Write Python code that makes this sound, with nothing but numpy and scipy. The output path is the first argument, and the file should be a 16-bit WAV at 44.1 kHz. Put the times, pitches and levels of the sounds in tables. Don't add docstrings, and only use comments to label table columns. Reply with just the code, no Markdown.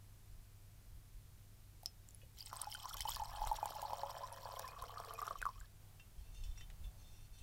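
import sys
import numpy as np
from scipy import signal
from scipy.fft import rfft, irfft, next_fast_len
from scipy.io import wavfile
from scipy.ndimage import uniform_filter1d

SR = 44100
rng = np.random.default_rng(int(sys.argv[2]) if len(sys.argv) > 2 else 0)


def transcribe(u):
    v = np.clip(np.atleast_2d(u).T, -1, 1)
    q = np.round(v * 32767).astype(np.int16)
    wavfile.write(sys.argv[1], SR, q)


N = 327354
TIME = np.arange(N) / SR

# time in seconds, gurgle level in dB, splash level in dB, both before trims.
STREAM = [(2.34, -88, -84), (2.4, -81, -60), (2.48, -70.5, -64), (2.55, -54, -59.5), (2.65, -56.5, -64),
          (2.71, -69, -56.5), (2.8, -56.5, -61.5), (3.11, -55, -52), (3.27, -56, -64), (3.48, -49, -58),
          (3.59, -56.5, -60.5), (3.83, -52, -62), (4.14, -52.5, -62.5), (4.35, -57, -67.5),
          (4.62, -53, -62.5), (4.74, -57.5, -66.5), (5.3, -53.5, -64), (5.38, -69, -68), (5.66, -75, -76.5)]
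# time in seconds, pitch of the air over the liquid in Hz, pitch of the bubble
# cloud in Hz, drive of the low resonances in dB, drive of the clay wall in dB.
FILLING = [(1.8, 800, 720, -4, 7.5), (2.5, 853, 880, -11, 1.5), (3.4, 882, 703, -6.5, 2.5),
           (3.9, 926, 580, 8.5, -1), (4.4, 940, 536, 9, 5), (4.8, 1143, 483, 4, 2),
           (5.3, 1227, 442, 6.5, -7), (5.45, 1210, 450, -11, -7)]
# frequency in Hz, relative level in dB, t60 in seconds.
JUG_MODES = [(2660, 0.5, 0.1), (2730, 0, 0.091), (3070, 0.5, 0.14), (3530, 4, 0.14), (3470, -8, 0.089),
             (3560, 0.5, 0.063), (4314, 3, 0.035), (4850, -6, 0.17), (5260, -5.5, 0.047), (5210, 2, 0.083),
             (5700, 7, 0.1), (6270, 5, 0.052), (7000, -5, 0.16), (7160, 0, 0.12), (7650, 5, 0.063),
             (8840, 7, 0.076)]


def gain_of(db):
    return 10 ** (np.asarray(db) / 20)


def evened(x):
    return x / np.sqrt(np.mean(x ** 2) + 1e-20)


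def steadied(x, size=4400):
    power = signal.oaconvolve(x ** 2, np.hanning(2 * size) / size, "same")
    return x / np.sqrt(abs(power) + 1e-20)


def read(points, hz):
    f, value = np.transpose(points)
    return np.interp(np.log(hz + 1), np.log(f + 1), value)


def level(rows, axis=1):
    rows = np.array(rows, float)
    return gain_of(np.interp(TIME, rows[:, 0], rows[:, axis], left=-np.inf, right=-np.inf))


def held(rows, axis=1):
    rows = np.array(rows, float)
    return gain_of(np.interp(TIME, rows[:, 0], rows[:, axis]))


def swells(rows, fade_s):
    out = np.zeros(N)
    for s, length, *_, db in rows:
        inside = np.minimum(TIME - s, s + length - TIME)
        out += gain_of(db) * np.sin(np.pi / 2 * np.clip(inside / fade_s, 0, 1))
    return out


def wander(per_s):
    steps = uniform_filter1d(rng.standard_normal(int(N / SR * 4 * per_s) + 8), 4)
    return evened(np.interp(TIME * 4 * per_s, np.arange(len(steps)), steps))


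def add(mix, s, sound):
    part = mix[max(round(s * SR), 0):][:len(sound)]
    part += sound[:len(part)]


def colour(x, points, size=4096):
    log_gain = np.log(gain_of(read(points, abs(np.fft.fftfreq(size, 1 / SR)))))
    taps = np.fft.ifft(np.exp(np.conj(signal.hilbert(log_gain)))).real
    return signal.oaconvolve(x, taps[:size // 2])[:N]


def noise(points):
    size = next_fast_len(N)
    spectrum = rfft(rng.standard_normal(size))
    spectrum = spectrum * gain_of(read(points, np.fft.rfftfreq(size, 1 / SR)))
    return evened(irfft(spectrum, size)[:N])


def resonate(x, hz, width_hz):
    turn = np.exp(2j * np.pi * np.cumsum(hz) / SR)
    r = np.exp(-np.pi * width_hz / SR)
    return 2 * (turn * signal.lfilter([1 - r], [1, -r], x / turn + 1e-18)).real


def ring(modes, size=12000):
    t = np.arange(size) / SR
    return sum(gain_of(db) * np.exp(-np.log(1000) * t / t60) * np.cos(2 * np.pi * hz * t)
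               for hz, db, t60 in modes)


def hum():
    # frequency in Hz, rms level in dB.
    partials = [(100, -65.5), (200, -85.5)]
    return sum(gain_of(db) * np.sqrt(2) * np.sin(2 * np.pi * (hz * TIME + rng.random()))
               for hz, db in partials)


def draught(fade_s=0.078, calm_db=-62):
    # start in seconds, length in seconds, level in dB.
    puffs = [(.27, 0.17, -54.5), (.86, 0.16, -54), (1.12, 0.099, -51), (2.9, 0.72, -53.5), (3.38, .16, -46),
             (4.78, 0.092, -49.5), (5.33, 0.16, -53), (5.53, 0.13, -50), (6.16, 0.096, -45),
             (6.25, 0.54, -53), (6.39, 0.15, -43.5), (6.78, 0.13, -42), (6.95, .55, -57.5)]
    # frequency in Hz, density in dB per Hz.
    air_colour = [(8, -8), (22, -1.5), (36, 0), (55, -6.5), (80, -12), (120, -33), (200, -42), (500, -59.5)]
    return np.hypot(gain_of(calm_db), swells(puffs, fade_s)) * steadied(noise(air_colour))


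def arm_rustle():
    # time in seconds, level in dB.
    rustle = [(5.8, -67.5), (6.2, -72.5), (6.6, -68.5), (7.0, -67.5), (7.42, -78)]
    return level(rustle) * noise([(60, -9.5), (150, -1.5), (260, -29.5), (700, -17.5), (1800, -30.5), (8000, -33)])


def background(hiss_db=-69.5, murmur_db=-69.5):
    # frequency in Hz, density in dB per Hz.
    hiss_colour = [(76, -32), (130, 3.5), (166, -3), (207, -10), (228, -9.5), (268, -8.5), (554, -14.5),
                   (706, -12.5), (796, -15), (2720, -19), (3330, -19), (6470, -19.5), (15100, -19),
                   (16000, -34.5)]
    hiss = gain_of(hiss_db) * noise(hiss_colour)
    murmur = gain_of(murmur_db) * noise([(40, -18), (80, 0.5), (115, 1.5), (150, -7), (220, -16.5), (500, -69)])
    return hiss + murmur + hum() + draught() + arm_rustle()


def jug_knocks(scuff_s=0.0055, soft_finger_s=0.0016):
    # start in seconds, peak level in dB, frequency in Hz around which it rings most,
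    # dB lost an octave from there, scuff level in dB before colouring, pitch factor of the grip.
    knock_rows = [(2.215, -59, 2860, 38, -66, 0.95), (5.997, -53, 2660, 28, -55, 1.02),
                  (6.182, -66.5, 3470, 25, -74, 0.91), (6.345, -57, 3400, 0, -65, 1.02),
                  (6.436, -48, 3180, 5, -71, 0.98), (6.576, -53, 5700, 27, -55, 1),
                  (6.609, -51.5, 3030, 23, -52, 1), (6.701, -65, 2660, 27, -53.5, 1.1),
                  (6.843, -57.5, 3570, 35, -74, .985), (7.384, -57, 5500, 1, -65, 1.1)]
    # frequency in Hz, density in dB per Hz.
    scuff_colour = [(200, -12), (800, -3), (1400, 3.5), (1900, 7.5), (2500, 3), (3200, -2), (8000, -6),
                    (16000, -20)]
    knocks, scuffs, t = np.zeros(N), np.zeros(N), np.arange(12000) / SR
    for s, db, hz, focus_db, scuff_db, shift in knock_rows:
        modes = [(f * shift, mode_db - focus_db * abs(np.log2(f / hz)) ** .5, t60)
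                 for f, mode_db, t60 in JUG_MODES]
        tone = ring(modes) * (1 - np.exp(-t / soft_finger_s))
        add(knocks, s, gain_of(db) * tone / abs(tone).max())
        add(scuffs, s, gain_of(scuff_db) * rng.standard_normal(len(t)) * np.exp(-t / scuff_s))
    return knocks + colour(scuffs, scuff_colour)


def jug_rubs(fade_s=0.031, grip_detune=0.0114, dull_db_per_octave=7):
    # start in seconds, length in seconds, level in dB.
    rubs = [(6.18, 0.22, -76.5), (6.34, 0.21, -70.5), (6.55, 0.099, -65), (6.82, 0.063, -72.5),
            (6.97, 0.31, -72), (7.32, .14, -70)]
    friction, sung = rng.standard_normal(N), np.zeros(N)
    for hz, db, t60 in JUG_MODES:
        grip = wander(per_s=7)
        favour_db = db + 6 * np.clip(grip, -2, 1) - dull_db_per_octave * np.log2(hz / 3000)
        width_hz = np.log(1000) / np.pi / t60
        sung += gain_of(favour_db) * resonate(friction, hz * (1 + grip_detune * grip), width_hz)
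    return swells(rubs, fade_s) * steadied(sung)


def bubble(hz, ring_ms, rise=0.0036):
    life_s = ring_ms / 1000
    u = np.arange(int(5 * life_s * SR) + 2) / (life_s * SR)
    swell = u ** .7 * np.exp(-u ** 1.4) * np.tanh(8 * u) / .43
    return swell * np.sin(2 * np.pi * np.cumsum(hz * (1 + rise * (u - 1))) / SR)


def swarm(per_s, low_hz, high_hz, cycles, spread_db, count=40):
    size = gain_of(spread_db * np.minimum(rng.exponential(1, N), 3.5)) * (rng.random(N) < per_s / SR)
    size *= level(STREAM) > 0
    kind, lives, out = rng.integers(0, count, N), rng.uniform(0.25, 2.34, count), np.zeros(N)
    for k, hz in enumerate(np.geomspace(low_hz, high_hz, count)):
        grain = evened(bubble(hz, 1000 * cycles * lives[k] / hz))
        for at in np.flatnonzero((kind == k) & (size > 0)):
            add(out, at / SR, size[at] * grain)
    return out


def depths(x, cloud_db, neck_db, cloud_width_hz=60, neck_hz=675., neck_width_hz=40):
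    s, _, cloud_hz, *_ = np.transpose(FILLING)
    x = x * held(FILLING, axis=3)
    cloud = resonate(x, np.interp(TIME, s, cloud_hz), cloud_width_hz)
    neck = resonate(x, np.full(N, neck_hz), neck_width_hz)
    return gain_of(cloud_db) * cloud + gain_of(neck_db) * neck


def pocket(churn, width_hz=130, fade_s=0.036):
    # start in seconds, length in seconds, first pitch in Hz, last pitch in Hz, relative level in dB.
    glugs = [(2.483, 0.057, 1300, 1450, 14), (2.558, 0.14, 940, 1600, 7), (2.825, .14, 950, 1550, 13),
             (3.07, .11, 950, 1850, 12), (3.222, .16, 860, 1070, 6)]
    glide = []
    for s, length, first_hz, last_hz, _ in glugs:
        glide += [(s, first_hz), (s + length, last_hz)]
    return swells(glugs, fade_s) * resonate(churn, np.interp(TIME, *np.transpose(glide)), width_hz)


def gurgle(trim_db=-1.5, air_db=6, air_width_hz=110, pocket_db=5, pips_db=-9):
    # frequency in Hz, filter gain in dB.
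    churn_colour = [(200, -27.5), (420, -12.5), (570, -10.5), (690, 0), (790, -1), (1050, 4.5), (1300, 2),
                    (1500, -1.5), (1750, 3), (1870, -4), (2250, -4.5), (2500, 6), (4000, -47.5)]
    s, air_hz, *_ = np.transpose(FILLING)
    churn = swarm(per_s=750, low_hz=514, high_hz=1995, cycles=0.72, spread_db=4.5)
    churn = evened(colour(churn, churn_colour))
    pips = swarm(per_s=260, low_hz=1100, high_hz=2570, cycles=8.7, spread_db=9)
    pips = evened(colour(pips, churn_colour))
    body = churn + gain_of(air_db) * resonate(churn, np.interp(TIME, s, air_hz), air_width_hz)
    body += gain_of(pocket_db) * pocket(churn)
    body += depths(churn, cloud_db=10.5, neck_db=-1) + gain_of(pips_db) * pips
    return level(STREAM, axis=1) * gain_of(trim_db) * steadied(body)


def splash(fine_db=-1.9, fine_fall_db_per_s=0.75, clump_db=4.5, hollow_db=-38):
    # frequency in Hz, relative level in dB, t60 in seconds.
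    hollow_modes = [(2080, -12, .02), (2560, -5, .04), (3100, 0, .03), (3380, -6, .02), (4400, -7, .02),
                    (5300, -2, .016), (5650, -1, .02), (7300, -6, .016), (8320, 3, .022), (9560, -1, .022),
                    (10200, -4, .016)]
    # frequency in Hz, filter gain in dB.
    crackle_colour = [(1500, -19), (2100, -9), (2480, -18.5), (2750, -8.5), (3150, -2.5), (3750, -1.5),
                      (4600, -1), (5600, 3.5), (6400, -7.5), (7200, 0), (9000, -47)]
    spray_colour = [(5000, -34), (7000, -11), (8300, -5), (8900, -15), (9600, -7.5), (10800, -7.5),
                    (12000, -1), (15000, -7), (16000, 8)]
    clumps = gain_of(clump_db * wander(per_s=60))
    coarse = clumps * swarm(per_s=1500, low_hz=1900, high_hz=7500, cycles=2.2, spread_db=4.8)
    fine = clumps * swarm(per_s=1300, low_hz=6500, high_hz=16000, cycles=3.6, spread_db=5.5)
    hollow = gain_of(hollow_db) * ring(hollow_modes)
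    coarse, fine = (x + signal.oaconvolve(x, hollow)[:N] for x in (coarse, fine))
    crackle = steadied(colour(coarse, crackle_colour))
    fizz_gain = gain_of(fine_db - fine_fall_db_per_s * (TIME - STREAM[0][0]))
    fizz = fizz_gain * steadied(colour(fine, spray_colour))
    return level(STREAM, axis=2) * (crackle + fizz)


def stray_plops(count=40, first_s=3.25, last_s=5.18, over_db=8, spread_db=2, scatter=.06, ring_ms=4.9):
    when, size, tune, life = rng.uniform(-1, 1, (count, 4)).T
    s = first_s + (last_s - first_s) * (np.arange(count) + .5 + when) / count
    db = np.interp(s, *np.transpose(STREAM)[:2]) + over_db + spread_db * size
    hz = np.interp(s, *np.transpose(FILLING)[:2]) * (1 + scatter * tune)
    return list(zip(s, db, hz, ring_ms * 2 ** life))


def stray_ticks(count=40, first_s=2.2, last_s=5.35, thinning=1.8, over_db=15.5, spread_db=3,
                low_hz=4500, high_hz=12500, cycles=2.7):
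    when, size, tune, life = rng.random((count, 4)).T
    s = first_s + (last_s - first_s) * ((np.arange(count) + when) / count) ** thinning
    flow_s, _, splash_db = np.transpose(STREAM)
    db = np.interp(s, flow_s, splash_db) + over_db + spread_db * (2 * size - 1)
    hz = low_hz * (high_hz / low_hz) ** (tune ** 2)
    return list(zip(s, db, hz, 1000 * cycles * 2 ** (2 * life - 1) / hz))


def plops(snap_db=-23, snap_ms=0.79, push_db=22):
    # start in seconds, peak level in dB, pitch in Hz, ring time in ms.
    distinct = [(1.832, -49, 14500, 0.43), (1.8324, -52, 750, 3.2), (1.859, -28, 5260, 0.81),
                (1.8592, -62.5, 715, 7.1), (2.0878, -47.5, 7600, 0.66), (2.1076, -52, 7250, 0.61),
                (2.147, -46, 10260, 1.1), (2.232, -61.5, 520, 4.7), (2.4062, -40, 4760, 2),
                (2.4604, -41, 8300, 0.79), (2.5297, -34, 1080, 1.16), (2.57, -40, 8300, 1.3),
                (2.6144, -36, 8260, 2.4), (2.6168, -29.5, 9770, 0.53), (2.633, -43.5, 1000, 3.2),
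                (2.6702, -39.5, 835, 5.4), (2.7165, -39, 5260, 0.85), (2.7413, -38.5, 9400, .61),
                (2.7472, -45.5, 3120, 4.5), (2.749, -43, 1484, 3.4), (2.8553, -36, 1015, 2.8),
                (2.9419, -36, 13200, 0.81), (2.9429, -43.5, 1120, 3.7), (3.0052, -41, 2040, 1.5),
                (3.0066, -30.5, 5440, 0.33), (3.007, -43.5, 3070, 4.5), (3.0525, -32, 885, 4.8),
                (3.0748, -42, 3020, 5.7), (3.0851, -33.5, 940, 4.1), (3.0938, -32.5, 8030, 0.72),
                (3.104, -37, 12100, 1.2), (3.1613, -35.5, 4500, 0.59), (3.1669, -37.5, 1060, 2),
                (3.1972, -37, 902, 7.5), (3.2175, -35.5, 846, 5.6), (3.4168, -32.5, 850, 4),
                (3.4385, -34.5, 896, 4.8), (3.4717, -34.5, 840, 2.5), (3.4724, -36, 8050, 0.41),
                (3.5135, -27.5, 885, 6), (3.5328, -39.5, 894, 10), (3.586, -39.5, 915, 3.7),
                (3.6285, -28.5, 860, 2.7), (3.6566, -33.5, 910, 2.9), (3.657, -37.5, 10800, .1),
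                (3.7074, -39, 704, 1.7), (3.818, -39.5, 12700, 0.082), (3.8268, -36.5, 850, 4.4),
                (3.8505, -36, 887, 4.1), (3.906, -38, 865, 2.2), (3.9324, -31, 910, 2.2),
                (4.0333, -32, 870, 3.2), (4.0605, -41, 940, 3), (4.1677, -43, 835, 1.7),
                (4.2315, -41.5, 1014, 10.4), (4.3261, -43.5, 10700, 0.77), (4.4557, -43.5, 945, 1.9),
                (4.4892, -43.5, 870, 1.4), (4.5392, -43, 835, 1.1), (4.5938, -36.5, 13600, .2),
                (4.5947, -39, 960, 1.54), (4.8206, -44, 1050, 5.9), (4.823, -43.5, 11100, 0.4),
                (4.8394, -38.5, 1170, 1.2), (4.9726, -40, 1190, 3.1), (5.0009, -36, 1100, 1.3),
                (5.1077, -38, 1140, 2), (5.1373, -42.5, 11340, 0.83), (5.189, -37, 1156, 4),
                (5.2166, -35.5, 1180, 2.4), (5.217, -42.5, 13000, 0.73), (5.2262, -35.5, 1200, 6),
                (5.2678, -41.5, 5770, 0.5), (5.2779, -32.5, 1250, 1.9), (5.282, -43, 3300, .58),
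                (5.308, -34, 1150, 3.4), (5.3085, -40.5, 567, 1.7), (5.355, -40, 1155, 3.5),
                (5.405, -54, 2520, 10), (5.4166, -36, 1650, 0.45), (5.426, -31.5, 1510, 2.2),
                (5.454, -29.5, 1215, 2), (5.4639, -29, 1135, 4.1), (5.4886, -38, 1040, 3.2),
                (5.557, -60, 1100, 7.1), (5.579, -58, 1220, 6), (5.6031, -48, 7600, 0.57),
                (5.611, -52.5, 1570, 2.7), (5.642, -63, 1690, 4.9)]
    tones, snaps, pushes = np.zeros((3, N))
    u = np.arange(500) * 1000 / SR / snap_ms
    bubbles = list(distinct) + stray_plops() + stray_ticks()
    bursts = rng.standard_normal((len(bubbles), len(u))) * u * np.exp(1 - u)
    for (s, db, hz, ring_ms), burst in zip(bubbles, bursts):
        add(tones, s, gain_of(db) * bubble(hz, ring_ms))
        abruptness_db = read([(.2, 16.5), (2.5, -5), (7, -5)], ring_ms)
        add(snaps, s, gain_of(db + snap_db + abruptness_db) * burst)
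        add(pushes, s, gain_of([db + push_db + abruptness_db]) * min(1, 1000 / hz) ** 2)
    snaps = colour(snaps, [(250, -19), (700, -7), (1400, -4), (2400, -9),
                           (3200, 1), (5500, 4), (6800, 6.0), (13000, 2.5)])
    pushes = colour(pushes, [(280, -19.5), (470, 0.0), (620, 0), (2000, 0)])
    return tones + snaps + depths(pushes, cloud_db=2.5, neck_db=3)


def cup(liquid, wall_db=-53):
    # frequency in Hz, relative level in dB, t60 in seconds.
    wall_modes = [(2548, -3, .3), (2985, -2, .12), (3100, -3, .08), (3252, 0, .13), (4425, -7, .08),
                  (4810, -5, .1), (5184, -6, .14), (5640, -8, .07), (6961, -8, .12), (8320, -7, .07),
                  (8845, -3, .1), (9540, -9, .06)]
    wall = signal.oaconvolve(liquid * held(FILLING, axis=4), ring(wall_modes))[:N]
    return liquid + gain_of(wall_db) * wall


def room(x, wet_db=-17, size=11025, echo_s=.007, echo_gain=.36):
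    # frequency in Hz, t60 in seconds.
    decay = [(300, 0.37), (1000, 0.085), (4000, 0.09), (15000, 0.026)]
    taps = rng.choice([-1., 1.], size) * (rng.random(size) < 2500 / SR) * (np.arange(size) > .003 * SR)
    hz, t, z = signal.stft(taps, SR, nperseg=128)
    fade = np.exp(-np.log(1000) * t / read(decay, hz)[:, None])
    tail = signal.istft(z * fade, SR, nperseg=128)[1]
    out = x + gain_of(wet_db) * signal.oaconvolve(x, tail / np.linalg.norm(tail))[:N]
    add(out, echo_s, echo_gain * uniform_filter1d(x, size=19))
    return out


def scene():
    jug = jug_knocks() + jug_rubs()
    pour = cup(plops() + gurgle() + splash())
    return (room(pour + jug) + background())[None]


def record(dry, edge_hz=15950):
    taps = signal.firwin(401, edge_hz, window=("kaiser", 8), fs=SR)
    return signal.oaconvolve(dry, taps[None], "same")


dry = scene()
out = record(dry)
transcribe(out)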